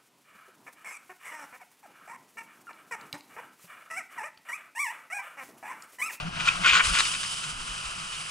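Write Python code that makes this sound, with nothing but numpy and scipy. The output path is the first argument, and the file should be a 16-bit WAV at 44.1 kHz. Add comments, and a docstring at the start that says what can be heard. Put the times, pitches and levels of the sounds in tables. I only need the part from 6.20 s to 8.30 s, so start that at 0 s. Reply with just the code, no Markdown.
"""Tyres crunch up a dirt trail in a pine wood, then a mountain bike sweeps close past the microphone.
The tread grips and slips in short rasping scrubs, squeaks and knocks stones; the bike rolls away over
grit. Tread whirr, a hollow hum, soft thumps and gusts on the microphone lie underneath. Two small
microphone ports colour the sound, the right one ringing near 3 kHz; trunks scatter the closest sounds."""
import sys
import numpy as np
from scipy import signal
from scipy.fft import rfft, irfft
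from scipy.io import wavfile
from scipy.ndimage import uniform_filter1d, minimum_filter1d

SR = 44100
rng = np.random.default_rng(int(sys.argv[2]) if len(sys.argv) > 2 else 0)


def store_wav(level_fs):
    """Save 16-bit WAV to argv[1]."""
    pcm = np.round(np.clip(np.atleast_2d(level_fs), -1, 1) * 32767)
    wavfile.write(sys.argv[1], SR, pcm.T.astype(np.int16))


N = 92610
T = np.arange(N) / SR

# Tyre scrubs close by. Each row: start and length in seconds, then low ring, high ring and grit in dB.
SCRUBS = [(0.199, 0.01, -35.5, -30, -41), (0.256, 0.011, -40, -29.5, -33),
          (0.272, 0.016, -28.5, -22.5, -32), (.434, 0.0099, -34.5, -28, -40),
          (0.445, 0.024, -25.5, -24, -40), (.460, 0.021, -24, -21, -29.5), (.472, 0.033, -34, -18, -28.5),
          (0.508, 0.024, -26, -22, -31.5), (.530, 0.025, -20, -18, -26.5),
          (0.55, 0.0096, -17.5, -19, -25.5), (0.564, 0.023, -21.5, -23.5, -30.5),
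          (0.592, .018, -24, -24.5, -40), (0.639, 0.035, -36.5, -31.5, -34),
          (0.734, .018, -31.5, -31.5, -33.5), (0.756, 0.024, -29, -25.5, -33.5),
          (0.785, .022, -28.5, -26.5, -25.5), (.850, 0.016, -59, -32, -31.5),
          (0.937, 0.018, -40, -34.5, -38), (1.031, 0.0092, -36, -33.5, -32.5),
          (1.233, 0.013, -41.5, -41.5, -42), (1.65, 0.011, -68, -41, -44), (1.925, 0.039, -53, -42.5, -46)]
# Rubber squeaks. Each row: centre and half length in seconds, pitch in Hz, level in dB.
SQUEAKS = [(0.277, 0.0049, 1410, -20.5), (0.2886, 0.0036, 2550, -14.5), (.465, 0.0061, 1465, -17.5),
           (0.512, 0.0021, 2470, -17.5), (0.6086, 0.0034, 2230, -17)]
# Stones under the tyres. Each row: start in seconds, peak level in dB.
STONES = [(.4512, -14), (0.4875, -16), (0.5056, -13), (0.5081, -17), (0.5548, -6), (0.5668, -6.5),
          (0.5953, -8.5), (0.6002, -15), (.6040, -7), (.6090, -8), (0.7523, -13), (0.7754, -17),
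          (0.7864, -16), (0.798, -26), (0.8057, -7.5), (1.0499, -23.5), (2.063, -30)]
# Tyres rolling past. Each row: time in seconds, crunch level in dB, hiss level in dB.
ROLL_LEVELS = [(0, -36.5, -61), (.06, -40.5, -59), (.12, -41.5, -56), (.22, -32, -44), (.31, -33.5, -44),
               (.40, -35.5, -41), (.47, -29, -44), (.615, -33, -42), (.65, -31.5, -30.5),
               (.71, -32.5, -34.5), (.83, -33.5, -32), (.97, -38.5, -36.5), (1.17, -40, -37),
               (1.27, -40, -41.5), (1.33, -40, -43), (1.42, -40.5, -43), (1.50, -39, -40.5),
               (1.66, -38.5, -41.5), (1.87, -40.5, -43), (1.95, -42, -43), (2.1, -39.5, -41)]
# Port ring, tread whirr and wind at the microphone. Each row: time in seconds, level in dB.
PORT_RING_LEVELS = [(0, -64), (.6, -40.5), (.8, -38.5), (1.05, -45), (1.35, -50.5), (1.52, -44),
                    (1.7, -49.5), (2.0, -47.5), (2.1, -49)]
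WHIRR_LEVELS = [(0, -43), (.09, -45), (.12, -54), (.17, -44.5), (.24, -57), (.33, -48.5), (.41, -47),
                (.55, -66), (.85, -67), (1.15, -68), (1.35, -59), (1.55, -67), (1.8, -56), (2.1, -67)]
WIND_LEVELS = [(0, -42.5), (.47, -48.5), (.58, -61), (.645, -45), (.70, -48), (.78, -50.5), (1.24, -59.5),
               (1.34, -44), (1.41, -42), (1.46, -57), (1.6, -55.5), (1.70, -49), (1.79, -51), (2.1, -63)]
# Bumps that swell the hum. Each row: centre in seconds, level in dB, half length in seconds.
BUMPS = [(0.069, -32.5, 0.021), (0.186, -41.5, 0.056), (0.374, -41.5, 0.024), (0.412, -37, 0.014),
         (0.726, -40.5, 0.02), (1.286, -43, 0.027), (1.814, -49, 0.066), (2.025, -50, 0.041)]
# Thumps of air and ground. Each row: centre and half length in seconds, pitch in Hz, level in dB.
THUMPS = [(0.534, 0.012, 60, -39), (0.679, 0.0082, 68, -30.5), (0.72, .016, 42, -30),
          (1.508, 0.021, 38, -40.5), (1.656, 0.012, 55, -43)]

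# The tone colour of each source. Each row: frequency in Hz, relative level in dB.
LOW_RING_COLOUR = [(100, -36), (450, -27), (750, -23.5), (950, -17), (1080, -5.5), (1250, -4), (1450, 2),
                   (1600, -10.5), (1900, -22), (2400, -26), (6000, -67)]
HIGH_RING_COLOUR = [(300, -57.5), (1500, -15.5), (1900, -5.5), (2130, -4.5), (2300, -0.5), (2530, 0.5),
                    (2780, -3), (2950, -1), (3400, -7), (4200, -26.5), (9000, -40)]
GRIT_COLOUR = [(500, -14), (2500, -38), (3600, 7.5), (4900, 5.5), (5600, -1.5), (6400, 1.5), (8000, -2.5),
               (9200, -9.5), (11000, -42.5)]
STONE_COLOUR = [(100, -19), (550, -22.5), (1100, 7), (1400, -4), (1750, 12), (2500, 3.5), (3200, -7.5),
                (4200, -17), (8000, -20), (11000, -44)]
CRUNCH_COLOUR = [(150, -20), (300, -13.5), (480, -12.5), (880, -7), (1080, 1.5), (1400, 4), (1850, -7),
                 (2200, -5.5), (2550, -0.5), (2780, -0.5), (2980, 0.5), (3200, -3.5), (3450, -10),
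                 (4300, -11), (6000, -14.5), (11000, -40.5)]
HISS_COLOUR = [(1000, -32), (3000, 5.5), (4200, -3), (5050, 5), (5600, -1), (6050, 0.5), (7100, -1.5),
               (8100, 3), (8900, 1.5), (9700, -4), (10300, 0.5), (11000, -11)]
PORT_RING_COLOUR = [(2000, -49), (2800, -15), (2960, -1), (3130, -13), (4200, -50.5)]
WHIRR_COLOUR = [(120, -16), (250, -9.5), (350, -9.5), (480, -13.5), (590, -7.5), (660, 1.5), (725, 2),
                (800, -5), (950, -10), (1400, -29)]
DRONE_COLOUR = [(40, -38), (90, -8.5), (130, -3.5), (172, -2), (210, -9.5), (280, -19), (700, -41)]
WIND_COLOUR = [(15, -8.5), (34, 1.5), (55, -13.5), (85, -10.5), (130, -18), (300, -27.5), (1000, -53)]

# Port balance for trail sounds and for the closest ones. Each row: frequency in Hz, left minus right in dB.
PORT_BALANCE = [(100, 0), (600, 3.5), (1300, 5), (2000, 6.5), (2500, 8.5), (2820, -6), (3100, 2.5),
                (3600, 6.5), (5200, 6.5), (6100, 4), (9500, 5), (10300, 4.5)]
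NEAR_BALANCE = [(100, -10), (600, 4), (1900, 1), (2500, 7), (2900, 0), (3500, 5), (10000, 3)]
# Port phase for the same two. Each row: frequency in Hz, lead of the left port in radians.
PORT_PHASE = [(40, 0.12), (170, 0.72), (550, 1.87), (1200, 1.78), (1900, 1.67), (2550, 0.57), (2900, 1.88),
              (4100, 0.63), (5700, 0.17), (10000, 0.35)]
NEAR_PHASE = [(40, .1), (600, 1.03), (2070, 1.53), (2700, 0.65), (3270, 1.2), (4500, 0.57), (9000, 1.16)]
# The tyres' drift from left to centre. Each row: time in seconds, dB added to the port balance.
ROLL_PAN = [(0, -1), (.55, -1), (.9, -3.5), (2.1, -4)]

SLIPS_PER_S, SLIP_JITTER, SLIP_SCATTER_DB, SLIP_DECAY_S = 330, .4, 1.5, 0.0018
SCRUB_ATTACK_S, SCRUB_RELEASE_S = 0.0043, 0.0057
RASP_DB, STEADY_SPRAY_DB = -0.5, -2.5
GRAINS_PER_S, GRAIN_SCATTER_DB, GRAIN_DB = 2800, 2, -4.5
ROLL_FLUTTER_DB, WHIRR_FLUTTER_DB, FLUTTER_PER_S = 1.3, 2, 41.6
HUM_HZ, DRONE_DB, DRONE_FADE_DB_PER_S = 165.9, -54, 5.5
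SQUEAK_WANDER, BASS_WANDER = 0.0193, .075  # fractions of the pitch
PORT_RING_PAN_DB = -4  # left minus right
ROLL_DIFFUSE_DB, TRUNKS_DB, TRUNKS_T60_S = -6, -9, 0.098
LIMIT_DB, LIMIT_HOLD_S, TOP_HZ = -7, 0.0013, 11050


def scrubs():
    """The tread grips and slips unevenly; each slip rasps, rings two hollow resonances and sprays grit."""
    spacing, strength = rng.standard_normal((2000, 2)).T
    at = (np.cumsum(np.exp(SLIP_JITTER * spacing)) * SR / SLIPS_PER_S).astype(int)
    slips = np.bincount(at[at < N], amp(SLIP_SCATTER_DB * strength[at < N]), N)
    slip_decays = signal.lfilter([1], [1, -np.exp(-1 / (SLIP_DECAY_S * SR))], slips)
    rasp = unit(slip_decays * rng.standard_normal(N))
    drive = unit(slips) + amp(RASP_DB) * rasp
    spray = rasp + amp(STEADY_SPRAY_DB) * rng.standard_normal(N)
    envelopes = np.zeros((3, N))
    for start, length, *db in SCRUBS:
        attack = np.clip((T - start) / SCRUB_ATTACK_S + .5, 0, 1)
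        release = np.exp(-np.maximum(T - start - length, 0) / SCRUB_RELEASE_S)
        envelopes = np.maximum(envelopes, amp(db)[:, None] * attack * release)
    layers = colour(drive, LOW_RING_COLOUR), colour(drive, HIGH_RING_COLOUR), colour(spray, GRIT_COLOUR)
    return sum(envelope * unit(layer) for envelope, layer in zip(envelopes, layers))


def squeaks():
    """Slipping rubber locks to a resonance and sings for a few milliseconds."""
    return sum(amp(db) * swell(at, half_s) * wavering(hz, SQUEAK_WANDER, rate=258)
               for at, half_s, hz, db in SQUEAKS)


def stones():
    """The tread strikes stones, each a short dry knock."""
    blows = np.zeros(N)
    for start, db in STONES:
        blows[int(start * SR)] += amp(db)
    one_knock = colour(signal.unit_impulse(N), STONE_COLOUR)
    return colour(blows, STONE_COLOUR) / np.abs(one_knock).max()


def rolling():
    """Tyres crunch and hiss over loose dirt, fluttering with the ground; heard direct and diffuse."""
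    flutter = amp(ROLL_FLUTTER_DB * walk(FLUTTER_PER_S))

    def tread():
        crunch = unit(colour(grains(), CRUNCH_COLOUR)) * amp(curve(ROLL_LEVELS, column=1))
        hiss = unit(colour(grains(), HISS_COLOUR)) * amp(curve(ROLL_LEVELS, column=2))
        return flutter * (crunch + hiss)

    direct = pan(ports(tread(), PORT_BALANCE, PORT_PHASE), curve(ROLL_PAN))
    diffuse = np.array([tread(), tread()])
    return direct + amp(ROLL_DIFFUSE_DB) * diffuse


def port_ring():
    """Rolling grit rings a narrow resonance near 3 kHz, strongest in the right microphone port."""
    ring = unit(colour(grains(), PORT_RING_COLOUR))
    return pan(ring * amp(curve(PORT_RING_LEVELS)), PORT_RING_PAN_DB)


def whirr():
    """Tread blocks drum on the ground: a dull fluttering rush around one pitch."""
    return noise(WHIRR_COLOUR) * amp(curve(WHIRR_LEVELS) + WHIRR_FLUTTER_DB * walk(FLUTTER_PER_S))


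def hum():
    """A hollow low drone fades slowly; a wavering note swells over it on bumps."""
    bumps = sum(amp(db) * swell(at, half_s) for at, db, half_s in BUMPS)
    note = wavering(HUM_HZ, BASS_WANDER, rate=74.6)
    drone = noise(DRONE_COLOUR) * amp(DRONE_DB - DRONE_FADE_DB_PER_S * (T - 1.5))
    return bumps * note + drone


def thumps():
    """Air and ground give short soft pushes of bass."""
    return sum(amp(db) * swell(at, half_s) * wavering(hz, BASS_WANDER, rate=32)
               for at, half_s, hz, db in THUMPS)


def wind():
    """Gusts buffet the microphone with a low rumble."""
    return noise(WIND_COLOUR) * amp(curve(WIND_LEVELS))


def trunks(x):
    """The pine trunks scatter a faint short tail back to the microphone."""
    tail = rng.standard_normal((2, N)) * np.exp(-np.log(1000) * T / TRUNKS_T60_S)
    return signal.fftconvolve(x[None], unit(tail) / np.sqrt(N), axes=1)[:, :N] * amp(TRUNKS_DB)


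def ports(x, balance, phase):
    """The two microphone ports hear one sound with different level and phase."""
    left = amp(over_hz(balance) / 2) * np.exp(1j * over_hz(phase) / 2)
    return irfft(rfft(x, 2 * N) * np.array([left, 1 / left]))[:, :N]


def pan(x, db):
    """Tilt a sound by db, left minus right."""
    return x * amp(np.array([[1], [-1]]) * db / 2)


def grains():
    """Dense ticks of crushed dirt over a smooth rush."""
    ticks = (rng.random(N) < GRAINS_PER_S / SR) * rng.choice([-1, 1], N)
    strength = amp(GRAIN_SCATTER_DB * np.minimum(rng.exponential(size=N), 5))
    return unit(amp(GRAIN_DB) * unit(ticks * strength) + rng.standard_normal(N))


def noise(rows):
    """Coloured noise of rms 1."""
    return unit(colour(rng.standard_normal(N), rows))


def colour(x, rows):
    """Causal filter with the given spectrum, so that clicks ring in its peaks."""
    cepstrum = irfft(np.log(amp(over_hz(rows))))
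    cepstrum[1:N] *= 2  # fold onto positive time for minimum phase
    cepstrum[N + 1:] = 0
    return irfft(rfft(x, 2 * N) * np.exp(rfft(cepstrum)))[:N]


def wavering(hz, wander, rate):
    """A tone of rms 1 whose pitch wanders."""
    pitch = hz * (1 + wander * walk(rate))
    return np.sqrt(2) * np.sin(2 * np.pi * np.cumsum(pitch) / SR)


def walk(rate):
    """Random wandering of rms 1, smoothed over 1 / rate seconds."""
    span = max(int(SR / rate), 2)
    return unit(uniform_filter1d(uniform_filter1d(rng.standard_normal(N), span), span))


def swell(at, half_s):
    """A bell-shaped rise and fall."""
    return np.exp(-((T - at) / half_s) ** 2)


def curve(rows, column=1):
    """One column of a table, joined by straight lines in time."""
    rows = np.array(rows)
    return np.interp(T, rows[:, 0], rows[:, column])


def over_hz(rows):
    """A table joined by straight lines on a log-frequency axis."""
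    rows = np.array(rows)
    hz = np.arange(N + 1) * SR / (2 * N)
    return np.interp(np.log(hz + 1), np.log(rows[:, 0]), rows[:, 1])


def amp(db):
    """Decibels to gain."""
    return 10 ** (np.asarray(db) / 20)


def unit(x):
    """Scale to rms 1."""
    return x / np.sqrt(np.mean(x ** 2) + 1e-18)


def scene():
    """From the trailside: close scrubs and stones over rolling tyres, hum and wind."""
    near = scrubs() + squeaks() + stones()
    low = whirr() + hum() + wind() + thumps()
    close_pass = ports(near, NEAR_BALANCE, NEAR_PHASE) + trunks(near)
    return close_pass + rolling() + port_ring() + ports(low, PORT_BALANCE, PORT_PHASE)


def record(dry):
    """A fast limiter holds the peaks; the top is cut steeply."""
    hold = int(LIMIT_HOLD_S * SR)
    gain = np.minimum(1, amp(LIMIT_DB) / (np.abs(dry).max(axis=0) + 1e-9))
    limited = dry * uniform_filter1d(minimum_filter1d(gain, hold), hold)
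    top_cut = signal.ellip(12, .2, 80, TOP_HZ, fs=SR, output="sos")
    return signal.sosfilt(top_cut, limited)


dry = scene()
out = record(dry)
store_wav(out)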